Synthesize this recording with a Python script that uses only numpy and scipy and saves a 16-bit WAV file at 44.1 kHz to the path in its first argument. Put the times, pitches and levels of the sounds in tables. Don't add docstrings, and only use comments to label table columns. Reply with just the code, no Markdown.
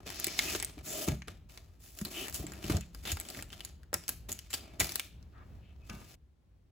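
import sys
import numpy as np
from scipy import signal
from scipy.fft import rfft, irfft
from scipy.io import wavfile

SR = 44100
rng = np.random.default_rng(int(sys.argv[2]) if len(sys.argv) > 2 else 0)


def int16_out(signal):
    q = np.round(np.clip(np.atleast_2d(signal).T, -1, 1) * 32767)
    wavfile.write(sys.argv[1], SR, q.astype(np.int16))


N = 295905
TIME_S, HZ = np.arange(N) / SR, np.fft.rfftfreq(N, 1 / SR)

# start, length and rise in seconds, then level,
# swell along the stroke, low and treble in dB.
STROKES = [(0, 0.076, .005, -71.5, 1.5, 12.5, -4.5), (0.049, 0.39, 0.018, -48, -0.5, -5, -6),
           (0.367, 0.18, 0.018, -43.5, 3, -5, 2), (0.59, 0.15, 0.015, -57, -11, 0, -4.5),
           (0.825, 0.22, .05, -49.5, 6.5, -1.5, 7), (1.487, 0.076, 0.0074, -65, -1, 0, 1.5),
           (1.56, 0.21, .02, -76, -10, 5.5, 0.5), (1.791, 0.16, 0.029, -65.5, 1.5, -2, 8.5),
           (1.969, 0.035, 0.0055, -61, 4, 3, 11.5), (2.03, .23, 0.19, -49.5, -2, 0.5, 5),
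           (2.322, 0.045, 0.034, -50.5, -3.5, -5, 10.5), (2.362, 0.29, 0.0095, -60.5, -3.5, 6.5, -1.5),
           (2.597, 0.15, 0.11, -44.5, -1, -3, -2.5), (2.925, 0.11, 0.02, -65, -4, -17, 1),
           (3.023, 0.066, 0.078, -46.5, 1.5, 1.5, 5), (3.15, 0.24, 0.037, -57.5, 7, 3, 2),
           (3.501, 0.19, 0.028, -62, -3, -1, -2.5), (3.994, .11, 0.037, -65.5, 0.5, 2, -2.5),
           (4.325, 0.32, 0.018, -66, -8, -9, -5.5), (4.536, 0.31, .02, -69.5, -1.5, 11, -4.5),
           (4.842, 0.19, .02, -54.5, -4.5, -4, 3), (5.2, 0.78, .1, -81, 4.5, 9, -10),
           (5.84, 0.38, .05, -63.5, 0, -2.5, 0.5)]
# start in seconds, then level, low and treble in dB.
SCUFFS = [(0.775, -60, 7.5, -6.5), (1.075, -44.5, 8.5, -5), (1.272, -53, 3.5, -5), (2.048, -52.5, 5.5, 1),
          (3.93, -51, 4, 1.5), (4.083, -51.5, 3, 10), (4.285, -48.5, 2.5, 6), (4.527, -43, -11, 2.5),
          (4.795, -35, 0, 5)]
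# frequency in Hz, density in dB.
RUB_SPECTRUM = [(40, -25.5), (150, 6.5), (350, 6), (900, 0.5), (2200, -1), (5000, 4.5), (8000, 6),
                (12000, 6.5), (15500, 7), (16500, -22.5)]
# centre in Hz, width in Hz, lift in dB.
COVER_MODES = [(350, 300, 3), (596, 120, 4), (2500, 1300, 6.5), (7400, 470, 0.5)]
# frequency in Hz, density in dB.
RUMBLE_SPECTRUM = [(20, -38.5), (35, -7.5), (48, 5), (75, 3.5), (110, -5.5), (170, -11), (300, -21),
                   (600, -28), (1500, -37.5), (4000, -45), (9000, -53.5), (16000, -49.5)]
# time in seconds, level in dB.
RUMBLE_LEVELS = [(0, -53), (.7, -51.5), (1.3, -52.5), (1.5, -56), (1.9, -58), (2.5, -48.5), (3.7, -54),
                 (4.6, -54.5), (5.5, -52), (6.15, -54), (6.165, -63.5), (6.71, -60.5)]
# frequency in Hz, density in dB.
HISS_SPECTRUM = [(60, 1), (250, 4.5), (600, -8.5), (1500, -17), (4000, -20.5), (9000, -26), (16000, -35)]
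# start and end in seconds, creases per second, peak level in dB.
CRINKLES = [(0.059, .46, 70, -35.5), (0.552, 0.807, 60, -53), (1.82, 2.1, 64, -45),
            (2.235, 2.412, 120, -55), (2.414, 2.63, 58, -64), (3.06, 3.438, 89, -60),
            (3.492, 3.707, 21, -44), (4.827, 4.945, 82, -45)]
# start in
# seconds, thud level in dB, thud pitch in Hz, decay to 1/e in cycles, shelf boom in dB.
BUMPS = [(0.062, -35.5, 444, 1.7, -58), (0.272, -19.5, 322, 0.74, -58), (.551, -17, 380, 0.82, -59),
         (0.773, -32, 274, 1.24, -53.5), (1.082, -14.5, 263, 1.7, -30), (1.091, -39, 91, 0.33, -35),
         (1.124, -33.5, 171, 3.1, -36.5), (1.282, -35, 337, 0.66, -52), (2.015, -26.5, 201, 1.9, -44.5),
         (2.397, -29.5, 323, 1.2, -42), (2.441, -28.5, 302, 2.7, -44), (2.643, -28, 311, 2.3, -38),
         (2.698, -14.5, 297, 1.76, -42), (2.71, -15, 120, 0.35, -37.5), (2.744, -21.5, 90, 1.3, -34),
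         (3.125, -28.5, 79.5, 1.64, -51.5), (3.373, -37.5, 98, 1.5, -49.5), (3.929, -31, 520, 1.6, -51),
         (3.943, -32.5, 775, 2.2, -48), (4.294, -43, 125, 1.5, -46.5), (4.802, -33, 530, 0.71, -42),
         (4.807, -22, 736, 1.8, -43), (4.813, -41, 67.6, 1, -49), (5.898, -57, 222, 3.9, -47),
         (5.937, -43.5, 235, 3.7, -49.5)]
# frequency in Hz, level in dB, T60 in seconds.
SHELF_MODES = [(51.3, -7, .3), (64.8, -6, 0.38), (86, -0.5, 0.18), (103, -1, 0.075), (133, -6.5, 0.38),
               (175, -10, 0.34), (211, -5, 0.23), (248.6, -5.5, 0.086), (315, -10, 0.13),
               (389.3, -21.5, .14), (599, -10, 0.075)]
# start and length in seconds, pitch and width in Hz, level in dB.
SCRAPES = [(0.098, 0.36, 5330, 1300, -48.5), (0.371, 0.32, 2030, 300, -55.5), (0.35, 0.28, 6100, 1300, -47),
           (0.4, 0.16, 378, 159, -51.5), (0.457, 0.076, 2600, 250, -43), (0.847, 0.16, 7000, 810, -46.5),
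           (0.85, 0.23, 438, 99, -51), (0.86, 0.32, 614, 49.5, -49), (0.867, 0.28, 3070, 338, -56),
           (2.116, 0.17, 2894, 474, -45.5), (2.141, 0.16, 423, 159, -51.5),
           (2.237, 0.075, 1760, 450, -51.5), (2.686, 0.12, 518.4, 272.2, -44.5),
           (3.05, 0.09, 3100, 1204, -43), (2.8, 0.047, 2620, 630, -59), (4.6, 0.19, 2390, 252, -69.5),
           (5.317, 0.15, 1250, 600, -62.5), (5.597, 0.16, 2730, 600, -71.5),
           (5.803, 0.09, 2500, 120, -72.5)]
# start in seconds, then level, low and treble in dB, film ring in Hz,
# run of after-cracks in seconds.
SNAPS = [(0.102, -44, -2.5, 6.5, 5820, .002), (0.199, -44, -7, 12, 6340, .002),
         (0.2436, -28.5, -35, 3, 4080, .004), (0.2686, -34.5, -5, 6.5, 8000, .002),
         (0.2814, -37, -3, -3, 2230, .002), (0.3905, -20.5, -12.5, -8, 2130, 0.0028),
         (0.5494, -30, -3.5, -24, 2770, 0.0022), (0.5998, -35, -8, -5.5, 8050, .002),
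         (0.6257, -36, 0, 5.5, 2500, 0.0073), (0.6471, -41, -24, 11, 8600, 0.0015),
         (0.789, -52.5, -9.5, -5, 2600, 0.0022), (1.0851, -38.5, 2, 3.5, 6500, 0.013),
         (1.2201, -46.5, 0, -21, 2900, .003), (1.282, -41, 1, -6, 2920, 0.0018),
         (1.4964, -55.5, -7.5, -12, 2580, 0.0028), (1.575, -44.5, -8.5, -7, 2860, .002),
         (1.9884, -42, -24, 1.5, 6340, .002), (2.0135, -45.5, -2, 3, 6900, .002),
         (2.0505, -36.5, -14, 1, 4200, 0.0097), (2.2827, -39, -7, 0, 8000, .002),
         (2.2973, -51, -2, 13, 14100, .002), (2.326, -47, -13, 3, 7600, .002),
         (2.3439, -43, -13, 12, 14600, .002), (2.3476, -45, -11, 3, 7200, 0.056),
         (2.467, -44, -4.5, -1.5, 7400, .002), (2.52, -48, -1.5, 1, 7200, .002),
         (2.5355, -50, -2, 3, 2400, .002), (2.6413, -39, -28, -5, 3200, 0.0018),
         (2.698, -39.5, 1.5, 0.5, 1350, 0.029), (2.7683, -35.5, -5.5, -3, 7060, .002),
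         (2.8088, -47.5, -12, 2, 6660, .002), (2.9473, -48, -3, 2, 4970, .002),
         (3.0531, -39.5, -4.5, -16, 3000, .002), (3.0733, -42.5, 1.5, 2, 3180, .01),
         (3.118, -37, -8, 7, 7000, .02), (3.1704, -45, 4.5, 0, 4600, .002),
         (3.1997, -42, -7, 9, 7850, 0.0019), (3.211, -44, -3, 1, 6700, .002),
         (3.2515, -48, -4, -4, 3130, .002), (3.287, -40, -28, -7, 8070, .002),
         (3.3016, -42.5, -25, 2, 4580, .002), (3.3472, -44, -1.5, -5, 2200, 0.0023),
         (3.39, -49.5, 6.5, -14, 1990, .002), (3.4244, -42.5, -4, 4.5, 8200, 0.0017),
         (3.503, -50, -12.5, -10, 3040, .002), (3.5289, -45.5, -6, -2.5, 3170, 0.016),
         (3.6056, -42.5, -6.5, -8, 3030, 0.0017), (3.649, -42, -10, 7.5, 6800, .008),
         (3.8322, -59.5, 2, -5, 1580, 0.0023), (3.9301, -45, 10, 2, 7600, .002),
         (3.941, -34, -1.5, 10.5, 5400, .002), (3.9446, -35.5, 3.5, -5.5, 1900, .002),
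         (4.038, -51, -7.5, -3, 5000, 0.0023), (4.0803, -34.5, -12, 2.5, 6200, .002),
         (4.0912, -34, -9.5, 9, 11850, 0.0064), (4.293, -44.5, -5, 1, 7500, 0.0069),
         (4.3183, -43, -2.5, 11.5, 7200, .002), (4.3265, -45, -11, 13.5, 6800, .002),
         (4.39, -39.5, -23, -3.5, 5600, .002), (4.5036, -48.5, -12, 2, 7350, 0.045),
         (4.5305, -37.5, -14, -4, 3100, 0.003), (4.539, -31.5, -10, 1, 4800, 0.018),
         (4.8006, -27, -8.5, 4.5, 6860, 0.0074), (4.8058, -28.5, -2.5, 0.5, 2350, 0.019),
         (4.844, -36, -14, 3.5, 4900, .002), (4.8695, -44.5, -5.5, 1.5, 6140, .002),
         (4.8926, -37, -20, -3.5, 4700, .002), (4.9204, -40.5, -8, 4, 5600, .008),
         (4.9567, -32, -7.5, 7, 3930, 0.0023), (4.996, -30, -12, 0, 2380, 0.0018),
         (5.2273, -61, -15, -7, 5560, .002), (5.8982, -42.5, -26, -5, 2720, 0.0023)]
# frequency in Hz, density in dB.
SNAP_SPECTRUM = [(60, -22.5), (300, -1), (900, 0.5), (2200, 2.5), (5000, 3.5), (8000, 3), (12000, 3.5),
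                 (15500, 1), (16500, -23.5)]
# start in seconds, level in dB, T60 in seconds.
CLACK_KNOCKS = [(5.335, -77, 0.3), (5.381, -64, 0.56), (5.896, -48.5, 0.48), (5.941, -62, 0.34),
                (6.015, -58, 0.19)]
# centre in Hz, width in Hz, lift in dB.
CLACK_MODES = [(353, 35, -8), (1225, 20, 6.5), (1524, 32, 9), (1680, 30, 8), (2250, 53, 14), (2750, 96, 17),
               (3280, 86, -2), (3460, 64, 9)]
# frequency in Hz, density in dB.
CLACK_SPECTRUM = [(60, -6), (200, 19.5), (600, 8), (1200, 9), (2500, -8), (4000, -10), (8000, -33),
                  (16000, -36.5)]
# frequency in Hz, T60 in seconds.
ROOM_DECAY = [(100, 0.22), (500, 0.21), (1400, 0.37), (3700, 0.51), (9000, 0.33), (16000, 0.25)]
# frequency in Hz, side minus mid in dB.
STEREO_WIDTH = [(60, -17.5), (250, -8.5), (500, -6), (900, 0), (2000, -6.5), (3500, -7), (5000, -1),
                (7000, -7), (10000, -27), (16000, -21.5)]
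# frequency in Hz, lag of the left in radians, left minus right in dB.
MIC_PORTS = [(50, 0, .8), (450, 0, -.6), (1000, .9, 1), (2400, 0, 2.5), (4400, .2, 3.5), (5000, 3.4, 5.5),
             (5700, 5.8, 1), (7200, 6.4, .6), (9000, 9.3, 0), (11200, 12.57, 0), (13300, 15.7, 0),
             (15400, 18.85, 0), (17000, 19.2, 0)]


def amp(db):
    return 10 ** (np.asarray(db) / 20)


def unit_rms(x):
    return x / np.sqrt(np.mean(x ** 2) + 1e-20)


def curve(points, hz):
    point_hz, value = np.transpose(points)
    return np.interp(np.log(hz + 1), np.log(point_hz + 1), value)


def humps_db(modes, hz):
    return sum(db / (1 + (2 * (hz - centre_hz) / width_hz) ** 2) for centre_hz, width_hz, db in modes)


def add(mix, start_s, sound):
    part = mix[round(start_s * SR):][:len(sound)]
    part += sound[:len(part)]


def noise(gain, shape=(2, N)):
    return irfft(rfft(rng.standard_normal(shape)) * gain, shape[-1])


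def three_bands(hz, low_hz, high_hz):
    low = 1 / (1 + (hz / low_hz) ** 6)
    high = 1 - 1 / (1 + (hz / high_hz) ** 8)
    return np.sqrt([low, np.maximum(1 - low - high, 0), high])


def minimum_phase(gain):
    log_gain = np.log(np.maximum(np.r_[gain, gain[-2:0:-1]], 1e-5))
    return irfft(np.exp(np.conj(signal.hilbert(log_gain)))[:len(gain)])


def spread(pair):
    mid, side = rfft(pair)
    width = amp(curve(STEREO_WIDTH, HZ))
    return irfft(np.array([mid + width * side, mid - width * side]) / np.sqrt(1 + width ** 2), N)


def friction(release_db_per_s=215.5, scuff_rise_s=.006, scuff_db_per_s=243):
    power, t = np.zeros((3, N)), np.arange(SR) / SR
    moves = []
    for start_s, length_s, rise_s, db, swell_db, low_db, treble_db in STROKES:
        held_db = db + swell_db * (np.minimum(t / length_s, 1) - .5)
        release_db = release_db_per_s * np.maximum(t - length_s, 0)
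        moves.append((start_s, rise_s, held_db - release_db, low_db, treble_db))
    for start_s, db, low_db, treble_db in SCUFFS:
        moves.append((start_s, scuff_rise_s, db - scuff_db_per_s * t, low_db, treble_db))
    for start_s, rise_s, course_db, low_db, treble_db in moves:
        envelope = np.minimum(t / rise_s, 1) * amp(course_db)
        for band, gain in zip(power, amp([low_db, 0, treble_db])):
            add(band, start_s, (gain * envelope) ** 2)
    return np.sqrt(power + 1e-14)


def film_rubbing(gain_db=-2, slips_per_s=900, slip_spread_db=4, judder_db=2, judder_hz=60):
    envelopes = friction()
    sizes = amp(slip_spread_db * np.minimum(rng.exponential(1, N), 4.5))
    slips = sizes * rng.choice([-1, 1], (2, N)) * (rng.random(N) < slips_per_s / SR)
    brightness_db = 20 * np.log10(envelopes[2] / envelopes[1])
    hiss_share = np.clip(.62 + .035 * brightness_db, 0, 1)
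    drive = np.sqrt(1 - hiss_share) * unit_rms(slips) + np.sqrt(hiss_share) * rng.standard_normal((2, N))
    judder = unit_rms(noise(1 / (1 + (HZ / judder_hz) ** 2), (N,)))
    colour = amp(curve(RUB_SPECTRUM, HZ) + humps_db(COVER_MODES, HZ))
    spectrum = rfft(drive * amp(judder_db * judder)) * colour
    bands = [unit_rms(irfft(spectrum * band, N)) for band in three_bands(HZ, low_hz=1100, high_hz=5500)]
    return amp(gain_db) * spread(sum(envelope * band for envelope, band in zip(envelopes, bands)))


def building_rumble(waver_db=2, waver_hz=5, hiss_db=-77):
    rumble = unit_rms(spread(noise(amp(curve(RUMBLE_SPECTRUM, HZ)))))
    hiss = unit_rms(noise(amp(curve(HISS_SPECTRUM, HZ))))
    waver = unit_rms(noise(1 / (1 + (HZ / waver_hz) ** 4), (N,)))
    rumble_db = np.interp(TIME_S, *np.transpose(RUMBLE_LEVELS)) + waver_db * waver
    return amp(rumble_db) * rumble + amp(hiss_db) * hiss


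def film_crinkles(lowest_hz=4200, highest_hz=14000, crease_s=.0005):
    out, t, hz = np.zeros((2, N)), np.arange(256) / SR, np.fft.rfftfreq(256, 1 / SR)
    for start_s, end_s, creases_per_s, db in CRINKLES:
        bursts = rng.standard_normal((64, 2, len(t))) * np.exp(-t / crease_s)
        draws = rng.random((64, 3))
        times_s = start_s - np.cumsum(np.log(draws[:, 0])) / creases_per_s
        centres_hz = lowest_hz * (highest_hz / lowest_hz) ** np.sqrt(draws[:, 1])
        for time_s, burst, centre_hz in zip(times_s, bursts, centres_hz):
            if time_s < end_s:
                tick = irfft(rfft(burst) / (1 + 2j * (hz - centre_hz) / centre_hz))
                for channel, sound in zip(out, tick / abs(tick).max()):
                    add(channel, time_s, amp(db) * sound)
    return spread(out)


def book_bumps(thud_gain_db=-1, rise_s=.0013):
    out, t = np.zeros(N), np.arange(SR // 2) / SR
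    mode_hz, mode_db, t60_s = np.transpose(SHELF_MODES)[:, :, None]
    attack = 1 - np.exp(-t / rise_s)
    for start_s, thud_db, pitch_hz, cycles, boom_db in BUMPS:
        weights = rng.uniform(.75, 1, mode_hz.shape) * rng.choice([-1, 1], mode_hz.shape)
        boom = (weights * amp(mode_db - 60 * t / t60_s) * np.sin(2 * np.pi * mode_hz * t)).sum(0)
        thud = np.sin(2 * np.pi * pitch_hz * t) * np.exp(-t * pitch_hz / cycles)
        add(out, start_s, attack * (amp(thud_db + thud_gain_db) * thud + amp(boom_db) * boom))
    return out


def film_scrapes():
    out, n = np.zeros((2, N)), SR // 2
    hz = np.fft.rfftfreq(n, 1 / SR)
    for start_s, length_s, pitch_hz, width_hz, db in SCRAPES:
        swell = signal.windows.tukey(min(round(length_s * SR), n), .6)
        resonance = 1 / (1 + ((hz - pitch_hz) / width_hz) ** 2)
        for channel, sound in zip(out, noise(resonance, (2, n))):
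            add(channel, start_s, amp(db) * swell * unit_rms(sound)[:len(swell)])
    return spread(out)


def film_snaps(gain_db=1, crack_s=.00049, gap_s=.0034, run_fade_db=-20,
               flutter_s=.0046, flutter_db=-10, flutter_top_hz=6000, ring_db=10.5, ring_width_hz=820):
    out, t, hz = np.zeros((2, N)), np.arange(2048) / SR, np.fft.rfftfreq(2048, 1 / SR)
    bands = three_bands(hz, low_hz=1700, high_hz=7000)
    for start_s, db, low_db, treble_db, ring_hz, run_s in SNAPS:
        crack, flutter = rng.standard_normal((2, 2, len(t)))
        delays_s = np.r_[0, np.cumsum(gap_s * rng.uniform(.7, 1.3, size=7))][:, None]
        sizes = amp(run_fade_db * delays_s / run_s)
        age_s = np.maximum(t - delays_s, 0)
        crack *= np.linalg.norm(sizes * (age_s / crack_s) * np.exp(1 - age_s / crack_s), axis=0)
        flutter *= np.linalg.norm(sizes * (age_s > 0) * np.exp(-age_s / flutter_s), axis=0)
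        flutter = irfft(rfft(flutter) / (1 + 1j * hz / flutter_top_hz))
        colour = amp(curve(SNAP_SPECTRUM, hz) + humps_db([(ring_hz, ring_width_hz, ring_db)], hz))
        parts = [gain * unit_rms(band * colour) for gain, band in zip(amp([low_db, 0, treble_db]), bands)]
        film = minimum_phase(np.linalg.norm(parts, axis=0))
        level = amp(db + gain_db) * np.linalg.norm(sizes) * np.sqrt(.002 * SR / len(t))
        for channel, burst in zip(out, crack + amp(flutter_db) * flutter):
            add(channel, start_s, level * signal.fftconvolve(unit_rms(burst), film))
    return spread(out)


def far_clacks(tick_db=5, tick_s=.0038, tick_treble_db=14, tone_db=-7):
    reverb_power, tick_power, tones = np.zeros((3, N))
    t = np.arange(SR) / SR
    mode_hz, _, lift_db = np.transpose(CLACK_MODES)[:, :, None]
    mode_gains = amp(lift_db + curve(CLACK_SPECTRUM, mode_hz))
    for start_s, db, t60_s in CLACK_KNOCKS:
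        fade = amp(db - 60 * t / t60_s)
        modes = mode_gains * np.sin(2 * np.pi * (mode_hz * t + rng.random(mode_hz.shape)))
        add(tones, start_s, amp(tone_db) * fade * unit_rms(modes.sum(0)))
        add(reverb_power, start_s, fade ** 2)
        add(tick_power, start_s, (amp(db + tick_db) * np.exp(-t / tick_s)) ** 2)
    colour = amp(curve(CLACK_SPECTRUM, HZ) + humps_db(CLACK_MODES, HZ))
    brighter = amp(tick_treble_db * np.clip(HZ / 5000, 0, 1))
    reverb = np.sqrt(reverb_power) * unit_rms(noise(colour))
    ticks = np.sqrt(tick_power) * unit_rms(noise(colour * brighter))
    return spread(reverb + ticks) + tones


def room(x, tail_db, nook_db, nook_t60_s=.032, nook_top_hz=5000, tail_top_hz=9000):
    t, hz = np.arange(SR) / SR, np.fft.rfftfreq(SR, 1 / SR)
    nook, tail = rng.standard_normal((2, 2, SR)) * (rng.random((2, 2, SR)) < .15)
    nook *= (t > .0015) * amp(-60 * t / nook_t60_s)
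    nook = irfft(rfft(nook) / (1 + 1j * hz / nook_top_hz))
    tail *= np.clip((t - .006) / .015, 0, 1)
    band_hz, frame_s, frames = signal.stft(tail, SR, nperseg=256)
    frames /= np.sqrt(1 + (band_hz[:, None] / tail_top_hz) ** 2)
    frames *= amp(-60 * frame_s / curve(ROOM_DECAY, band_hz)[:, None])
    tail = signal.istft(frames, SR, nperseg=256)[1][:, :SR]
    response = (amp(nook_db) * unit_rms(nook) + amp(tail_db) * unit_rms(tail)) / np.sqrt(SR)
    return spread(signal.fftconvolve(x.mean(0)[None], response, axes=1)[:, :N])


def scene(drop_s=6.15, fall_s=.0062):
    crackle = film_snaps() + film_crinkles()
    rub = film_rubbing() + film_scrapes()
    bumps = book_bumps()[None]
    near = crackle + room(crackle, tail_db=-15.5, nook_db=-7.5)
    near += rub + room(rub, tail_db=-22.5, nook_db=-11.5)
    near += bumps + room(bumps, tail_db=-12.5, nook_db=-12)
    gate = np.clip(1 - (TIME_S - drop_s) / fall_s, 0, 1)
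    return (near + far_clacks()) * gate + building_rumble()


def record(dry, low_cut_hz=36, top_hz=16600):
    hz, lag_rad, balance_db = np.transpose(MIC_PORTS)
    left = amp(np.interp(HZ, hz, balance_db) / 2) * np.exp(-.5j * np.interp(HZ, hz, lag_rad))
    eased = dry * signal.windows.tukey(N, .002)
    heard = irfft(rfft(eased) * np.array([left, 1 / left]), N)
    heard = signal.sosfilt(signal.butter(2, low_cut_hz, "high", fs=SR, output="sos"), heard)
    band_limit = signal.firwin(511, top_hz, window=("kaiser", 9), fs=SR)
    return signal.oaconvolve(heard, band_limit[None], "same")


dry = scene()
out = record(dry)
int16_out(out)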